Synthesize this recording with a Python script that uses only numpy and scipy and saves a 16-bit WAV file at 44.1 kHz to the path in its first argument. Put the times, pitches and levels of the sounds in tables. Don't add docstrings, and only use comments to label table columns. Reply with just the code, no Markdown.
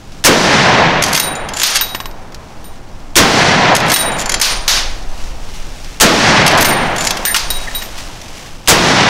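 import sys
import numpy as np
from scipy import signal
from scipy.fft import rfft, irfft, next_fast_len
from scipy.io import wavfile
from scipy.ndimage import uniform_filter1d, minimum_filter1d

SR = 44100
rng = np.random.default_rng(int(sys.argv[2]) if len(sys.argv) > 2 else 0)


def digitize_waveform(pressure):
    field = np.atleast_2d(pressure).T
    bounded = np.clip(field, -1, 1)
    quanta = np.round(bounded * 32767).astype(np.int16)
    wavfile.write(sys.argv[1], SR, quanta)


N = 400851

# (f/Hz, relative level/dB)
RUSTLE_SPECTRUM = [(300, -10.5), (1000, -4.5), (2800, -1), (4000, -3.5), (5800, -2.5), (9000, -12),
                   (15000, -22.5)]
STEEL_SPECTRUM = [(300, -34), (900, 0.5), (5500, 3), (8000, -1.5), (11500, -5.5), (15000, -20)]
CLATTER_SPECTRUM = [(300, -10.5), (1100, 1), (2500, 3.5), (4700, 8.5), (6300, 6.5), (8400, -5.5),
                    (12000, -6.5), (15000, -21)]
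# (f/Hz, level/dB, T60/s)
SURFACE_MODES = [(1086, -11, 0.042), (1826, -21, 0.073), (2916, -3.5, 0.023), (5550, -8, 0.024)]
# (unlock t/s, eject t/s, rear stop t/s, case glances off t/s, ring/dB, low modes/dB)
OPENINGS = [(1.015, 1.16, 1.176, 1.198, -10, -4.5), (3.749, 3.927, 3.961, 3.94, -2, -6),
            (6.464, 6.606, 6.647, 6.651, -9.5, -15)]
# (t/s, impact/dB, clatter/dB, nominal T60/s, ring/dB, high modes/dB)
LANDINGS = [(1.633, -1, 2.5, 0.45, -8.5, 2), (4.4141, -4.5, 1, 0.42, -9.5, -2),
            (4.679, -20, 2, 0.44, -19, 3), (7.3626, -2.5, -4.5, 0.3, -23, 0)]
# (t/s, tick/dB, knock/dB, ring/dB, low modes/dB, high modes/dB)
BOUNCES = [(1.811, -12, -6, -24, 8.5, 14.5), (2.643, -27, -43, -38.5, -10, 1),
           (7.252, 5, -4, -5.5, -17, 3.5), (7.3445, -9, 5, -38, -10, 6), (7.5037, -4.5, -34, -19.5, 3, 2),
           (7.749, -18, -22, -23.5, 3.5, 5), (7.821, -26, -16.5, -38, -8, 10)]
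CHATTER_T60_S, HAND_DAMPED_T60_S = .022, .055


def from_db(db):
    return 10 ** (np.asarray(db) / 20)


def fade(t, t60):
    return 1000. ** (-t / t60)


def add(track, at, sound):
    start = max(round(at * SR), 0)
    track[start:start + len(sound)] += sound[:N - start]


def log_bins(size):
    return np.log(np.maximum(np.fft.rfftfreq(size, 1 / SR), 1))


def noise(spectrum, size):
    hz, db = np.transpose(spectrum)
    padded = next_fast_len(size, real=True)
    gain = from_db(np.interp(log_bins(padded), np.log(hz), db))
    return irfft(rfft(rng.standard_normal(padded)) * gain, padded)[:size] / np.sqrt(np.mean(gain ** 2))


def band_noise(band_hz, size):
    bandpass = signal.butter(2, band_hz, "band", fs=SR, output="sos")
    band = signal.sosfilt(bandpass, rng.standard_normal(size))
    return band / band.std()


def dying_noise(spectrum, decay, size):
    hz, t60s = np.transpose(decay)
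    bins, t = rfft(noise(spectrum, size)), np.arange(size) / SR
    shares = [np.interp(log_bins(size), np.log(hz), row) for row in np.eye(len(hz))]
    return sum(irfft(bins * share, size) * fade(t, t60) for share, t60 in zip(shares, t60s))


def flicker(per_s, depth_db):
    steps = np.minimum(rng.standard_normal(N // 20), 1.5)
    return from_db(depth_db * np.interp(np.arange(N) / SR * per_s, np.arange(N // 20), steps))


def ring(t, hz, t60):
    return np.sin(2 * np.pi * hz * t) * fade(t, t60)


def struck(t, modes):
    return sum(from_db(db) * ring(t, hz, t60) * (-1) ** k for k, (hz, db, t60) in enumerate(modes))


def wind(far_db=-36):
    # (t/s, rumble/dB, leaves/dB)
    breeze = [(0, -28, -43.5), (2.7, -24.5, -47), (4.1, -24, -42), (4.4, -14.5, -39.5), (5.55, -13.5, -36),
              (6.1, -22.5, -38), (7.6, -16.5, -32), (8.65, -30, -37.5)]
    # (f/Hz, relative level/dB)
    rumble_spectrum = [(9, -2), (16, -2.5), (60, -27.5), (150, -49), (500, -50), (2000, -100)]
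    far_spectrum = [(30, -23), (70, 3), (130, -1.5), (250, -5), (450, -11.5), (750, -10.5), (3000, -29),
                    (10000, -47)]
    at, *levels = np.transpose(breeze)
    rumble_gain, leaf_gain = [from_db(np.interp(np.arange(N) / SR, at, db)) for db in levels]
    rustle = noise(RUSTLE_SPECTRUM, N) * flicker(per_s=610, depth_db=2) * flicker(per_s=16, depth_db=2)
    rumble = rumble_gain * noise(rumble_spectrum, N)
    return rumble + leaf_gain * rustle + from_db(far_db) * noise(far_spectrum, N)


def hammer(t, level_db=-4, t60=0.033, attack_s=0.00057):
    # (f/Hz, relative level/dB)
    spectrum = [(400, -12), (3200, 6), (11000, -5), (15000, -30)]
    return from_db(level_db) * noise(spectrum, len(t)) * fade(t, t60) * np.minimum(t / attack_s, 1)


def muzzle_blast():
    # (f/Hz, T60/s)
    spectrum = [(40, -8), (200, -3), (2000, -1), (6000, 9), (10000, -1), (15000, -9.5)]
    decay = [(200, 0.43), (1500, 0.096), (6000, 0.12), (14000, 0.12)]
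    return dying_noise(spectrum, decay, SR)


def yard_reverberation(level_db=33):
    # (f/Hz, T60/s)
    spectrum = [(40, -6), (90, -26), (170, -0.5), (480, 0.5), (2000, 0), (5800, -9), (8000, -21),
                (15000, -38)]
    decay = [(200, 0.46), (2000, 0.29), (14000, 0.37)]
    return from_db(level_db) * dying_noise(spectrum, decay, SR)


def woods_echo(t, swell_s=0.095):
    # (f/Hz, T60/s)
    spectrum = [(40, -23), (80, -7), (155, 1.5), (270, -3.5), (450, -7.5), (650, -4), (950, -4), (1230, -7),
                (1700, -4.5), (3000, -7.5), (5800, -7), (8000, -16), (11000, -20.5), (15000, -34)]
    decay = [(150, 2.13), (750, 2.6), (2000, 2.12), (5000, 1.23), (9000, 0.83), (14000, 0.3)]
    reached = 1 - np.exp(-(t / swell_s) ** 2)
    return reached * dying_noise(spectrum, decay, len(t))


def slope_echoes(t, spread_s=0.038, band_hz=(500, 1100)):
    # (delay/s, level/dB)
    slopes = [(.23, -9.5), (.44, -11), (.56, -8.5)]
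    swells = sum(from_db(db) * np.exp(-((t - delay) / spread_s) ** 2) for delay, db in slopes)
    return band_noise(band_hz, len(t)) * swells


def hills_echo(t, level_db=-21, t60=6.97):
    # (f/Hz, relative level/dB)
    spectrum = [(60, 4), (180, -9), (780, 3), (2500, -14), (6000, -53)]
    return from_db(level_db) * noise(spectrum, len(t)) * fade(t, t60)


def shots(hammer_lead_s=.0072, wall_delay_s=.042, wall_db=32, wall_t60=0.045, wall_hz=(45, 340)):
    # (t/s, blast/dB, woods echo/dB)
    firings = [(0.2472, 38, 9.5), (3.1626, 38, 9.5), (6.0075, 38.5, 10), (8.682, 40.5, 11)]
    out, t = np.zeros(N), np.arange(3 * SR) / SR
    for at, blast_db, woods_db in firings:
        add(out, at - hammer_lead_s, hammer(t[:SR]))
        add(out, at, from_db(blast_db) * muzzle_blast() + yard_reverberation())
        wall_boom = from_db(wall_db) * band_noise(wall_hz, SR) * fade(t[:SR], wall_t60)
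        add(out, at + wall_delay_s, wall_boom)
        add(out, at, from_db(woods_db) * woods_echo(t) + slope_echoes(t) + hills_echo(t))
    return out


def stroke(start, end):
    return np.sin(np.pi * np.clip((np.arange(N) / SR - start) / (end - start), 0, 1))


def lever_open(slide_db=-21, lead_s=0.11, after_s=0.095, cam_s=0.073):
    out, t = np.zeros(N), np.arange(SR // 4) / SR
    friction = noise(STEEL_SPECTRUM, N) * flicker(per_s=360, depth_db=7)
    for unlock, _, stop, *_ in OPENINGS:
        add(out, stop, knock(t))
        speed = stroke(unlock, unlock + cam_s) + stroke(stop - lead_s, stop + after_s)
        out += from_db(slide_db) * speed * friction
    return out


def yard_echo(x, wet_db=-13, t60=0.26):
    response = noise(CLATTER_SPECTRUM, SR // 2) * fade(np.arange(SR // 2) / SR, t60)
    return from_db(wet_db) * signal.fftconvolve(x, response / np.linalg.norm(response))[:N]


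def chatter(t, hold_s, attack_s=0.00081):
    envelope = np.minimum(t / attack_s, 1) * fade(np.maximum(t - hold_s, 0), CHATTER_T60_S)
    return noise(STEEL_SPECTRUM, len(t)) * envelope


def contact(t, chatter_db=-5, body_db=-8.5, body_cycles=170, spread_db=5, detune=0.0357):
    # (f/Hz, relative level/dB)
    modes = [(2080, -6), (2710, -6), (3320, -3.5), (4500, -4.5), (5400, -10), (6420, -3.5), (10400, -7),
             (11820, -9)]
    out = from_db(chatter_db) * chatter(t, hold_s=0.0045)
    for (hz, db), (strength, shift) in zip(modes, rng.uniform(-1.14, 1, (len(modes), 2))):
        t60 = np.clip(body_cycles / hz, 2 * CHATTER_T60_S, HAND_DAMPED_T60_S)
        amplitude = rng.choice([-1, 1]) * from_db(body_db + db + spread_db * strength)
        out += amplitude * ring(t, hz * (1 + detune * shift), t60)
    return out


def clacks():
    # (t/s, level/dB)
    strikes = [(1.0238, -2), (1.037, -1), (1.129, -8), (1.1503, 0), (1.162, -3), (1.176, -2), (1.198, 0.5),
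               (1.4873, -17.5), (1.7485, -11), (1.756, -2), (1.763, -2.5), (1.7699, -4.5), (3.75, -1),
               (3.7646, 0), (3.900, -8.5), (3.9168, -3), (3.94, 3), (3.961, 0), (3.968, -4), (4.222, -18.5),
               (4.3977, -12.5), (6.4641, 3), (6.477, 4), (6.575, -6), (6.608, -4), (6.625, -1),
               (6.652, -3.5), (6.9618, -15), (7.107, -6.5), (7.17, -14.5)]
    out, t = np.zeros(N), np.arange(SR // 4) / SR
    for at, db in strikes:
        add(out, at, from_db(db) * contact(t))
    return out


def case_ring(t, at, level_db, low_db, high_db, spin_hz=22, spin_depth=0.49, doppler_hz=36,
              detune_hz=7, damp_t60=0.26):
    # (f/Hz, level/dB, T60/s)
    modes = [(3851, 0, .5), (9030, -11, .4), (9064, -2, .48), (9090, -12, .4), (13310, -20, .4),
             (13835, -17, .15), (13895, -2, .22), (13917, -10, .2)]
    tunings = (1, 1.001, .9955)
    vigour = from_db(0.41 * level_db)
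    turn = 2 * np.pi * spin_hz * vigour * rng.uniform(0.59, 1.94) * t
    next_touch = min((row[0] for row in BOUNCES + LANDINGS if row[0] > at), default=np.inf)
    damping = fade(np.maximum(at + t - next_touch, 0), damp_t60)
    low_hz, middle_hz, high_hz = modes[0][0], modes[3][0], modes[-1][0]
    tuning = tunings[sum(at > row[0] for row in OPENINGS[1:])]
    warped_t = tuning * t + vigour * doppler_hz / middle_hz * np.cumsum(np.sin(turn)) / SR
    out = np.zeros(len(t))
    for hz, db, t60 in modes:
        tilt_db = np.interp(hz, [low_hz, middle_hz, high_hz], [low_db, 0, high_db])
        amplitude = from_db(db + tilt_db) * rng.choice([-1, 1])
        out += amplitude * ring(warped_t, hz + detune_hz * rng.standard_normal(), t60)
    return from_db(level_db) * (1 + spin_depth * np.cos(turn)) * damping * out


def spent_case(eject_db=-23):
    # (low modes/dB, high modes/dB)
    eject_colour = (-14, 7.8)
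    # (f/Hz, multiple of the nominal T60)
    clatter_decay = [(700, 1.31), (13000, 0.63)]
    # (f/Hz, level/dB, T60/s)
    clinks = [(7.267, 1.5), (7.673, -11.5)]
    hollow_modes = [(1670, -5, 0.035), (1804, -2, 0.055), (2050, -5, 0.03)]
    out, t = np.zeros(N), np.arange(SR * 3 // 4) / SR
    for _, eject, _, glance, ring_db, low_db in OPENINGS:
        add(out, eject, case_ring(t, eject, eject_db, *eject_colour))
        add(out, glance, case_ring(t, glance, ring_db, low_db, high_db=0.5))
    for at, impact_db, clatter_db, t60, ring_db, high_db in LANDINGS:
        decay = [(hz, multiple * t60) for hz, multiple in clatter_decay]
        impact = from_db(impact_db) * chatter(t, hold_s=0.0086)
        clatter = from_db(clatter_db) * dying_noise(CLATTER_SPECTRUM, decay, len(t))
        add(out, at, impact + clatter + case_ring(t, at, ring_db, low_db=-12, high_db=high_db))
    for at, tick_db, knock_db, ring_db, *colour in BOUNCES:
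        impact = from_db(tick_db) * tick(t) + from_db(knock_db) * knock(t)
        add(out, at, impact + case_ring(t, at, ring_db, *colour))
    for at, db in clinks:
        clink = signal.fftconvolve(rattle(t, per_s=350, t60=.2), struck(t, hollow_modes))
        add(out, at, from_db(db) * clink)
    return out


def knock(t, thud_db=-6, t60=0.11):
    # (f/Hz, relative level/dB)
    spectrum = [(300, -35), (1000, 1.5), (1900, 7.5), (3200, -1), (6000, 0), (14000, -15)]
    return from_db(thud_db) * noise(spectrum, len(t)) * fade(t, t60) + struck(t, SURFACE_MODES)


def cartridge(t, db, hz, ring_db=-9, t60=0.063, soft_hz=11000):
    touch = signal.sosfilt(signal.butter(1, soft_hz, fs=SR, output="sos"), contact(t))
    return from_db(db) * touch + from_db(db * .5 + ring_db) * ring(t, hz + rng.normal(0, 100), t60)


def lever_close(cartridge_hz=7050, slide_db=-25, resonance_db=11):
    # (one end t/s, other end t/s)
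    feeds = [(1.53, 1.69), (4.24, 4.16), (6.97, 7.14)]
    # (t/s, level/dB)
    touches = [(1.353, -22), (1.536, -17), (1.569, -13), (1.598, -9), (1.616, -7), (4.119, -26),
               (4.258, -14), (4.294, -5), (4.319, -8), (4.341, -4), (6.982, -13), (7.007, -10.5),
               (7.0705, -2.5)]
    out, t = np.zeros(N), np.arange(SR // 4) / SR
    friction = noise(STEEL_SPECTRUM, N) * flicker(per_s=440, depth_db=6.5)
    resonance = signal.lfilter(*signal.iirpeak(cartridge_hz, Q=20, fs=SR), friction)
    scrape = friction + from_db(resonance_db) * resonance
    for start, end in feeds:
        out += from_db(slide_db) * scrape * stroke(start, end) ** 2
    for at, db in touches:
        add(out, at, cartridge(t, db, cartridge_hz))
    return out


def tick(t, click_db=-3, t60=0.011, shiver_db=-16, shiver_t60=0.21):
    click = from_db(click_db) * noise(STEEL_SPECTRUM, len(t)) * fade(t, t60)
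    return click + from_db(shiver_db) * noise(CLATTER_SPECTRUM, len(t)) * fade(t, shiver_t60)


def settling(snap_db=7, snap_hz=3000, snap_t60=0.00063, knock_db=-6, ring_db=-50):
    # (t/s, level/dB)
    hops = [(1.9483, -1), (1.9515, -3), (2.0027, -3.5), (2.0574, -7)]
    # (low modes/dB, high modes/dB)
    hop_colour = (3.6, 20)
    out, t = np.zeros(N), np.arange(SR // 2) / SR
    snap = from_db(snap_db) * ring(t, snap_hz, snap_t60)
    for at, db in hops:
        damped_knock = .5 * knock(t) * fade(t, t60=.11)
        answer = from_db(knock_db) * (struck(t, SURFACE_MODES[:2]) + damped_knock)
        add(out, at, from_db(db) * (snap + answer + case_ring(t, at, ring_db, *hop_colour)))
    return out


def handling(brush_db=-9, swell_s=0.0099, tick_db=-8, tick_t60=0.04, creaks_per_s=9, creak_db=-33):
    # (t/s, relative level/dB)
    shifts = [(5.5395, -24), (7.975, -17), (8.455, -26.5)]
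    grip_ticks = [(2.1113, -27), (2.3218, -27), (2.3453, -16.5), (5.8449, -19), (8.2155, -18)]
    out, t = np.zeros(N), np.arange(SR // 4) / SR
    swell = t / swell_s * np.exp(1 - t / swell_s)
    for at, db in shifts:
        add(out, at, from_db(db + brush_db) * noise(RUSTLE_SPECTRUM, len(t)) * swell)
    for at, db in grip_ticks:
        add(out, at, from_db(db + tick_db) * noise(CLATTER_SPECTRUM, len(t)) * fade(t, tick_t60))
    slips = (rng.random(N) < creaks_per_s / SR) * rng.random(N)
    creak_envelope = signal.fftconvolve(slips, fade(t, 2 * tick_t60))[:N]
    return out + from_db(creak_db) * noise(CLATTER_SPECTRUM, N) * creak_envelope


def rattle(t, per_s, t60):
    touches = (rng.random(len(t)) < per_s / SR) * rng.uniform(-1, 1, len(t)) * fade(t, t60)
    touches[0] = 1
    return touches / np.linalg.norm(touches)


def scene():
    action = lever_open() + lever_close() + clacks()
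    return (shots() + action + yard_echo(action) + spent_case() + settling() + handling() + wind())[None]


def limiter(x, ceiling_db=1.0, release_db_per_s=105, attack_s=0.0011):
    excess_db = np.maximum(20 * np.log10(np.abs(x) + 1e-9) - ceiling_db, 0)
    climb_db = release_db_per_s * np.arange(N) / SR
    reduction_db = np.maximum.accumulate(excess_db + climb_db, axis=-1) - climb_db
    pole = np.exp(-1 / (attack_s * SR))
    return x * from_db(-signal.lfilter([1 - pole], [1, -pole], reduction_db))


def catch_peaks(x, window_samples=15):
    safe_gain = np.minimum(1 / (np.abs(x) + 1e-9), 1)
    return x * uniform_filter1d(minimum_filter1d(safe_gain, window_samples), window_samples)


def record(dry, push_db=23, pull_db=32, coupling_hz=14, cutoff_hz=15700):
    ceiling = np.where(dry > 0, from_db(push_db), from_db(pull_db))
    saturated = ceiling * np.tanh(dry / ceiling)
    coupled = signal.sosfilt(signal.butter(1, coupling_hz, "high", fs=SR, output="sos"), saturated)
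    levelled = catch_peaks(limiter(coupled))
    return signal.sosfilt(signal.ellip(10, .1, 70, cutoff_hz, fs=SR, output="sos"), levelled)


dry = scene()
out = record(dry)
digitize_waveform(out)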